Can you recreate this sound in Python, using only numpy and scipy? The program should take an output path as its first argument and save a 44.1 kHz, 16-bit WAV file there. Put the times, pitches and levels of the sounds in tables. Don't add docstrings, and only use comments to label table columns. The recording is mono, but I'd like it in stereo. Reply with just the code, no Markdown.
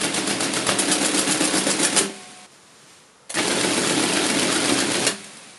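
import sys
import numpy as np
from scipy import signal
from scipy.fft import rfft, irfft, next_fast_len
from scipy.io import wavfile
from scipy.ndimage import map_coordinates

SR = 44100
rng = np.random.default_rng(int(sys.argv[2]) if len(sys.argv) > 2 else 0)


def master(y):
    cut = np.clip(np.atleast_2d(y).T, -1, 1)
    pcm = np.round(cut * 32767)
    wavfile.write(sys.argv[1], SR, pcm.astype(np.int16))


N = 246078
TURN_S = .1308


def works():
    rows = contacts(jitter_s=.0001, scatter_db=1, chatter_s=0.0032, tooth_spread_db=1.5)
    times, thud_db, clack_db, tick_db, chatter = rows.T
    split_hz = 4650

    def heavy(hz):
        return 1 / (1 + (hz / split_hz) ** 8)

    def light(hz):
        return 1 - heavy(hz)

    clacks = steel(times, clack_db, chatter, heavy, spiky_db=13, ring_db=1.0, t60=0.22, colour_db=2.2)
    ticks = steel(times, tick_db, chatter, light, spiky_db=15.5, ring_db=3.0, t60=0.15, colour_db=0.8)
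    thuds = case(times, thud_db, chatter, firm_db=-4.5, loose_db=-9.0)
    return thuds + amp(-2.0) * clacks + amp(-2.5) * ticks


# into_turn_s, thud_db, clack_db, tick_db
SHIFT_CAMS = [(0.007, -14.5, -12.5, -11.5), (0.0116, -16, -13.5, -6.5), (0.0135, -14, -8, -4.5),
              (0.0224, -12, -30, -18), (0.0314, -11.5, -9.5, -9.5), (0.037, -21, -8, -7.5),
              (0.0413, -24, -10, -3), (0.046, -12, -26, -6.5), (0.0475, -7.5, -10.5, -7),
              (0.0604, -13, -30, -28.0), (0.0636, -18, -12, -23), (0.0721, -9.5, -13.5, -15),
              (0.078, -19, -18.5, -18), (0.0886, -16, -14.5, -27), (0.0974, -15, -17.5, -21),
              (0.1029, -15, -18, -28.0), (0.111, -13.5, -22, -22), (0.1226, -19, -16, -16)]
ADD_CAMS = [(.001, -20, -6, -4.5), (.0075, -21.5, -13, -15), (0.0098, -16, -11, -10),
            (0.0129, -12.5, -13, -6.5), (0.0355, -22, -9, -11), (0.0426, -18, -11.5, -24),
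            (.049, -12, -13, -22), (0.0632, -16, -16.5, -14.5), (0.0686, -15, -11, -13.5),
            (0.0836, -16.5, -19, -22), (0.0881, -15, -11.5, -15.5), (0.0951, -17.5, -9, -13),
            (.0985, -8.5, -9, -10.5), (.102, -8, -17, -15), (0.1119, -11.5, -11, -9),
            (0.1175, -10, -11, -23), (0.1235, -15, -11, -13), (0.1282, -16, -13, -18)]
RETURN_CAMS = [(0.0012, -12, -13, -14), (0.0065, -14.5, -9.5, -6), (0.0098, -4, -12.5, -21),
               (0.0216, -10.5, -16, -10.5), (0.0302, -9, -11, -17.5), (0.0388, -8, -17.5, -19),
               (0.0439, -12, -15.5, -19), (0.049, -13, -14, -11), (0.0566, -11, -11, -13),
               (0.0654, -11, -12, -22), (0.0703, -8, -14, -11), (0.0776, -7, -11.5, -12),
               (0.0872, -23, -12.5, -13), (0.095, -10.5, -8.5, -8.5), (0.1031, -8, -8, -7),
               (0.1176, -12, -18, -15.5), (0.1217, -14, -17, -11), (0.1274, -16, -8, -18)]
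# start_s, stop_s, thud_db, clack_db, tick_db, drop_at_start_db, drop_at_end_db (negative = louder)
JOBS = [(0.0, 0.786, -25, -26, -30.5, 0, -1.5), (0.785, 2.056, -23.5, -26.5, -25, 0, 7),
        (3.3757, 5.075, -24.5, -24, -27, 2, 1.5)]
TOOTH_DB = (-24.5, -30, -35)
TOOTH_CHATTER_S = .004
SLACK_FROM_S, SLACK_UNTIL_S, SLACK_DB = 4.806, 4.9, -3


def contacts(jitter_s, scatter_db, chatter_s, tooth_spread_db, count=48):
    rows = []
    for job, cams in zip(JOBS, (SHIFT_CAMS, ADD_CAMS, RETURN_CAMS)):
        start, stop, *job_db, _, _ = job
        when = (np.arange(count) + rng.random(count)) * TURN_S / count
        size_db = tooth_spread_db * rng.standard_normal((count, 3)) + TOOTH_DB
        teeth = [(s, *db, TOOTH_CHATTER_S) for s, db in zip(when, size_db)]
        turn = np.array([(*cam, chatter_s) for cam in cams] + teeth)
        run = np.vstack([turn + (s, *job_db, 0) for s in np.arange(start, stop, TURN_S)])
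        s = run[:, :1]
        run[:, 1:4] += effort_db(job, s)
        run[:, 2:4] += SLACK_DB * ((s > SLACK_FROM_S) & (s < SLACK_UNTIL_S))
        rows += list(run[run[:, 0] < stop])
    spread = [jitter_s, scatter_db, scatter_db, scatter_db, 0]
    chance = rng.standard_normal((len(rows), 5)) * spread
    return np.vstack([blows(), carries(), idling(scatter_db=0.5), rows + chance])


def effort_db(job, s):
    start, stop, *_, first_db, last_db = job
    power = 3.6
    along_job = np.clip(2 * (s - start) / (stop - start) - 1, -1, 1)
    return -np.where(along_job < 0, first_db, last_db) * np.abs(along_job) ** power


CARRY_END_S, CARRY_STEP_S = .137, .0066
CARRY_DB, CARRY_LOSS_DB = (-48, -35.5, -38.5), 4
CARRY_CHATTER_S = 0.0029


def carries(count=7):
    start = JOBS[1][0]
    rows = []
    for turn in range(1, count + 1):
        end = start + turn * TURN_S + CARRY_END_S
        for wheel in range(turn):
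            level_db = np.subtract(CARRY_DB, CARRY_LOSS_DB * wheel)
            rows.append((end - (turn - wheel) * CARRY_STEP_S, *level_db, CARRY_CHATTER_S))
    return rows


# start_s, thud_db, clack_db, tick_db, rocking_of_the_case_db
STOPS = [(.6906, -36, -32, -35, -39), (1.9878, -45, -34, -26.5, -30), (5.067, -62, -28.5, -25, -36.5)]
SLAM_CHATTER_S = 0.0008
REBOUND_S, REBOUND_DB, REBOUND_CHATTER_S = .0027, (-18, 0.5, -8.5), 0.002
# start_s, clack_db, tick_db
LATCHES = [(0.665, -40, -45), (.678, -35, -47), (0.712, -36, -42), (.788, -33, -26.5), (0.799, -45, -42),
           (.913, -29, -28), (.922, -41, -31), (1.827, -35, -27.5), (1.847, -27, -26.5),
           (1.969, -27.5, -26), (1.975, -29, -25.5)]
LATCH_THUD_DB, LATCH_CHATTER_S = -48, 0.0069
# start_s, thud_db, clack_db, tick_db, chatter_s
KNOCKS = [(1.191, -39, -34, -31, .003), (1.9642, -35, -27, -31, .0012), (2.096, -40, -46, -56, 0.0022),
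          (3.514, -52, -33, -52, 0.0012), (3.896, -43, -32, -34, .002), (4.036, -47, -36, -39, 0.0019),
          (4.171, -44, -32, -43, 0.0019), (4.428, -30.5, -36, -39, 0.0041),
          (4.695, -44, -29.5, -49, 0.0051), (4.722, -27, -43, -33, 0.0088),
          (4.8022, -35, -31, -29.5, 0.0017), (5.0765, -48, -32.5, -30.5, 0.0013)]
# start_s, level_db
KEYS = [(3.2947, -47), (3.2984, -45), (3.3023, -37), (3.3422, -35), (3.351, -35.5), (5.243, -47),
        (5.369, -50), (5.428, -57)]
KEY_DB, KEY_CHATTER_S = (-23, -4, -1), .002
# start_s, level_db, pitch_hz (rings most near it)
CLUTCH = [(3.358, -20, 1910), (3.371, -12.5, 1790), (3.387, -10.5, 2187)]
GRAB_DB, GRAB_CHATTER_S = (-20.5, -21, -38), 0.0067


def blows():
    rows = [(s, LATCH_THUD_DB, clack, tick, LATCH_CHATTER_S) for s, clack, tick in LATCHES]
    rows += list(KNOCKS)
    rows += [(s, *np.add(db, KEY_DB), KEY_CHATTER_S) for s, db in KEYS]
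    rows += [(s, *np.add(db, GRAB_DB), GRAB_CHATTER_S) for s, db, _ in CLUTCH]
    for s, *slam_db, rock_db in STOPS:
        rows.append((s, *slam_db, SLAM_CHATTER_S))
        rows.append((s + REBOUND_S, *np.add(slam_db, REBOUND_DB), REBOUND_CHATTER_S))
        rows += rocking(s, rock_db, count=3)
    return rows


def rocking(s, db, count):
    period_s, loss_db, chatter_s = .021, 5, 0.0076
    rattle_db = -4.5
    rows = []
    for k in range(count):
        thud = db - loss_db * k
        rows.append((s + period_s * (k + 1), thud, thud + rattle_db, thud + rattle_db, chatter_s))
    return rows


IDLE_DB, IDLE_CHATTER_S = (-83, -58.5, -55.5), 0.0013


def idling(scatter_db, count=22):
    rows = []
    for _, released, off, *_ in MOTOR_RUNS:
        coasted = (np.arange(count) + rng.random(count)) / count * (off - released)
        size_db = scatter_db * rng.standard_normal(count) - WHIRR_SAG_DB_PER_S * coasted
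        rows += [(released + s, *np.add(db, IDLE_DB), IDLE_CHATTER_S) for s, db in zip(coasted, size_db)]
    return rows


def contact_gain(levels):
    return amp(levels) * np.sqrt(TURN_S * SR)


def bounces(times, levels, chatter, spiky_db):
    t = np.arange(SR // 30) / SR
    shape = (len(times), len(t))
    age = t / chatter[:, None]
    uneven = amp(spiky_db * rng.standard_normal(shape) / 2)
    spray = rng.standard_normal(shape) * uneven * np.exp(-age) * (1 - np.exp(-age / 0.36))
    spray *= (contact_gain(levels) / np.linalg.norm(spray, axis=1))[:, None]
    at = np.round(np.abs(times) * SR).astype(int)[:, None] + np.arange(len(t))
    return np.bincount(at.ravel(), spray.ravel(), N)[:N]


# pitch_hz, width_hz, level_db
CASE = [(96, 12, -20), (124.5, 9.7, -6), (165, 8.9, -6.5), (195, 7.9, 3.5), (253.7, 12.4, -3),
        (280.7, 12.6, 5), (309.5, 13.5, 5.5), (343.6, 20.6, 1), (426, 8.8, 1.5), (450, 42, -11),
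        (534.1, 7.8, -2), (631, 13, -3.5), (737, 25, -5.5), (854, 14, -4.5)]


def case(times, levels, chatter, firm_db, loose_db):
    at = np.round(np.abs(times) * SR).astype(int)
    pushes = np.bincount(at, contact_gain(levels), N)[:N]
    shudder = bounces(times, levels, 2 * chatter, spiky_db=10.5)

    def body_gain(f):
        power = sum(np.abs(amp(db) * f * w / (c * c - f * f + 1j * f * w)) ** 2 for c, w, db in CASE)
        power = power / (1 + (f / 900) ** 6)
        return np.sqrt(power / (1 + (70 / (f + 1)) ** 2))

    return through(amp(firm_db) * pushes + amp(loose_db) * shudder, causal(body_gain))


# pitch_hz, level_db (per Hz)
STEEL = [(250, -22.5), (500, 3.5), (750, 0), (1000, -2), (1600, 0.5), (2300, -1.5), (3500, -1.5),
         (5200, -2), (7500, -1), (9000, 1), (10100, 3), (10900, -1), (11600, -13.5), (12200, -73)]
PART_BAND_HZ = 259


def steel(times, levels, chatter, share, spiky_db, ring_db, t60, colour_db, count=9):
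    part = (times % TURN_S / TURN_S * 2 * count).astype(int) % count
    colours = rng.standard_normal((count, 200))
    colours -= colours.mean(axis=0)
    sound = np.zeros(N)
    for k in range(count):
        struck = part == k
        force = bounces(times[struck], levels[struck], chatter[struck], spiky_db)
        response = amp(ring_db) * tail(t60)
        response[0] += 1
        colour = causal(lambda hz: amp(colour_db * map_coordinates(colours[k], [hz / PART_BAND_HZ])))
        sound += through(force, signal.fftconvolve(response, colour))
    shared = causal(lambda hz: amp(along(STEEL, hz)) * np.sqrt(share(hz)))
    return through(sound, shared) / np.hypot(1, amp(ring_db))


# pitch_hz, level_db, t60_s (time to fall 60 dB)
CLUNK_RING = [(318.5, -18, .12), (522, -2.5, 0.023), (835, -3.5, 0.016), (1246, -1, 0.022),
              (1590, 2, 0.012), (2860, -8, .016)]


def clunk():
    return ring(.6905, CLUNK_RING, -6.5, rise_s=0.00056)


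# pitch_hz, level_db, t60_s
CLUTCH_RING = [(609, -13, 0.044), (860, -35, 0.024), (1220, -9, 0.018), (1790, -16, 0.051),
               (1910, -10, 0.032), (2270, -15, 0.081)]
CLUTCH_FOCUS_DB, CLUTCH_FOCUS_HZ = 11, 130


def clutch():
    sound = np.zeros(N)
    for s, db, pitch in CLUTCH:
        modes = []
        for hz, mode_db, t60 in CLUTCH_RING:
            focus_db = CLUTCH_FOCUS_DB * np.exp(-((hz - pitch) / CLUTCH_FOCUS_HZ) ** 2)
            modes.append((hz, mode_db + focus_db, t60))
        sound += ring(s, modes, db, rise_s=0.001)
    return sound


def ring(s, modes, db, rise_s):
    t = np.maximum(np.arange(N) / SR - s, 0)[:round((s + .25) * SR)]
    sound = np.zeros(len(t))
    for hz, mode_db, t60 in modes:
        level = amp(db + mode_db + rng.normal(0, 2.1) - 60 * t / t60)
        sound += level * np.sin(2 * np.pi * hz * t)
    return np.pad(sound * (1 - np.exp(-t / rise_s)), (0, N - len(t)))


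# pitch_hz, level_db (over the rocking, before the rise), t60_s
FRAME_RING = [(134.14, -12, .3), (171.5, 1.5, 0.28), (206, 4.5, 0.45), (390, 7, 0.39)]
FRAME_RISE_S = 0.017


def frame():
    t = np.arange(SR // 2) / SR
    sound = np.zeros(N + SR)
    for s, *_, rock_db in STOPS:
        for hz, db, t60 in FRAME_RING:
            fall = amp(rock_db + db + rng.normal(0, 1.6) - 60 * t / t60)
            swell = fall * (1 - np.exp(-t / FRAME_RISE_S))
            sound[round(s * SR):][:len(t)] += swell * np.sin(2 * np.pi * (hz * t + rng.random()))
    return sound[:N]


# on_s, load_released_s, off_s, whine_db, whine_tilt_db_per_octave, whine_unsteadiness_rad
MOTOR_RUNS = [(0.0, 2, 2.462, -44.5, -2.5, .35), (3.341, 5.086, 5.6, -52, 3, 1.8)]
# pitch_hz (at speed 1), level_db, fade_while_coasting_db_per_s
WHINE = [(199, -14, 24), (269, -19, 30), (378, -16, 28), (733, -4.5, 10), (1087, -4.5, 30), (2218, -10, 21),
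         (2455, -11, 18), (3607, -13, 21), (3795, -10, 21)]
# (per Hz, relative)
BRUSHES = [(50, -36), (110, -13), (190, -1), (400, -9), (520, -6.5), (1000, -12), (2200, -7), (3200, -9),
           (3800, -9.5), (4300, -10), (6500, -13), (10000, -10), (11300, -22), (12000, -59)]
WHIRR_DB, WHIRR_LOADED_DB = -38.5, 7
WHIRR_SAG_DB_PER_S = 17
WHINE_FLUTTER_DB = 1.5
SWITCH_S = 0.0013


def motor():
    t = np.arange(N) / SR
    whirr = unit(noise(BRUSHES) * amp(0.74 * wobble(350)))
    sound = np.zeros(N)
    for on, released, off, whine_db, tilt_db, unsteady in MOTOR_RUNS:
        running = np.clip(np.minimum(t - on, off - t) / SWITCH_S + .5, 0, 1)
        coasted = np.maximum(t - released, 0)
        whine = np.zeros(N)
        for hz, db, fade in WHINE:
            level = amp(db + tilt_db * np.log2(hz / 1000) - fade * coasted)
            whine += level * tone(hz, waver_db=2.0 * unsteady, drift=unsteady)
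        whirr_db = WHIRR_DB + WHIRR_LOADED_DB * (t < released) - WHIRR_SAG_DB_PER_S * coasted
        fluttered = amp(whine_db + WHINE_FLUTTER_DB * wobble(110)) * whine
        sound += running * (amp(whirr_db) * whirr + fluttered)
    return sound


# start_s, relative_speed
SPEED = [(0, 1), (3.3, 1), (5.05, 1.01), (5.2, 1.03), (5.58, 1.03)]


def tone(hz, waver_db, drift):
    seconds = np.cumsum(curve(SPEED)) / SR
    phase = 2 * np.pi * hz * seconds + drift * wobble(26)
    return amp(waver_db * wobble(18)) * np.sqrt(2) * np.sin(phase)


# start_s, level_db (before the lift)
SLEEVE = [(2.48, -61), (2.54, -53), (2.59, -58), (2.89, -54), (2.898, -51.5), (3.066, -59.5), (3.27, -93)]
SLEEVE_LIFT_DB = 3.5
# (per Hz, relative)
RUSTLE = [(88, -48), (150, 1), (368, 1.5), (404, -14), (687, -5), (1330, -4), (9110, -6), (12000, -19),
          (15600, -47), (22000, -120)]


def sleeve():
    return amp(curve(SLEEVE) + SLEEVE_LIFT_DB) * noise(RUSTLE)


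# pitch_hz, level_db
WIDTH = [(30, -8), (80, -9), (170, -19), (350, -16.5), (700, -15.5), (1400, -20), (2800, -26), (5600, -33),
         (9000, -24), (11500, -26)]


def walls(machine):
    return filtered(through(machine, tail(0.095)), lambda hz: amp(along(WIDTH, hz)))


# (per Hz, relative)
AIR = [(15, -67), (25, -32), (121, -12.5), (141, -8.5), (331, -12.5), (475, -8), (569, -13), (1110, -12),
       (2360, -19), (9270, -23), (11100, -22), (12000, -64), (15600, -90), (22000, -120)]
# pitch_hz, level_db
AIR_WIDTH = [(60, 5), (140, 1.5), (350, 5), (830, -1.5), (2010, -2.5), (4830, -20), (11600, -14)]


def hush():
    middle = amp(-53.0) * noise(AIR)
    side = amp(-52.5) * filtered(noise(AIR), lambda hz: amp(along(AIR_WIDTH, hz)))
    return middle, side


def amp(db):
    return 10 ** (np.asarray(db) / 20)


def unit(x):
    return x / np.sqrt(np.mean(x ** 2) + 1e-20)


def along(points, hz):
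    f, v = np.transpose(points)
    return np.interp(np.log(hz + 1), np.log(f + 1), v)


def curve(rows):
    s, value = np.transpose(rows)
    return np.interp(np.arange(N) / SR, s, value)


def wobble(rate):
    knots = rng.standard_normal(int(N * rate / SR) + 4)
    return map_coordinates(knots, [np.arange(N) * rate / SR])


def filtered(x, response):
    size = x.shape[-1]
    m = next_fast_len(size + SR // 2)
    return irfft(rfft(x, m) * response(np.fft.rfftfreq(m, 1 / SR)), m)[..., :size]


def causal(gain):
    m = 2 ** 12
    cepstrum = irfft(np.log(np.maximum(gain(np.fft.rfftfreq(m, 1 / SR)), 1e-6)))
    cepstrum[1:m // 2] *= 2
    cepstrum[m // 2 + 1:] = 0
    h = irfft(np.exp(rfft(cepstrum)))
    return h / np.linalg.norm(h)


def noise(spectrum):
    return unit(filtered(rng.standard_normal(N), lambda hz: amp(along(spectrum, hz))))


def through(x, h):
    return signal.fftconvolve(x, h)[:N]


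def tail(t60):
    t = np.arange(SR // 2) / SR
    h = rng.standard_normal(len(t)) * amp(-60 * t / t60)
    return h / np.linalg.norm(h)


def scene():
    machine = works() + clunk() + clutch() + frame() + motor()
    echo = amp(-15.5) * through(machine, tail(0.2))
    hush_mid, hush_side = hush()
    mid = machine + echo + sleeve() + hush_mid
    side = walls(machine) + hush_side
    return np.array([mid + side, mid - side])


def record(dry):
    rounded = dry / (1 + np.abs(dry / .92) ** 6) ** (1 / 6)
    top_hz, dip_hz, dip_half_width_hz = 12100, 7870, 55

    def response(hz):
        dip = 1 - 1.0 / (1 + ((hz - dip_hz) / dip_half_width_hz) ** 2)
        return dip * (hz < top_hz)

    return filtered(rounded, response)


dry = scene()
out = record(dry)
master(out)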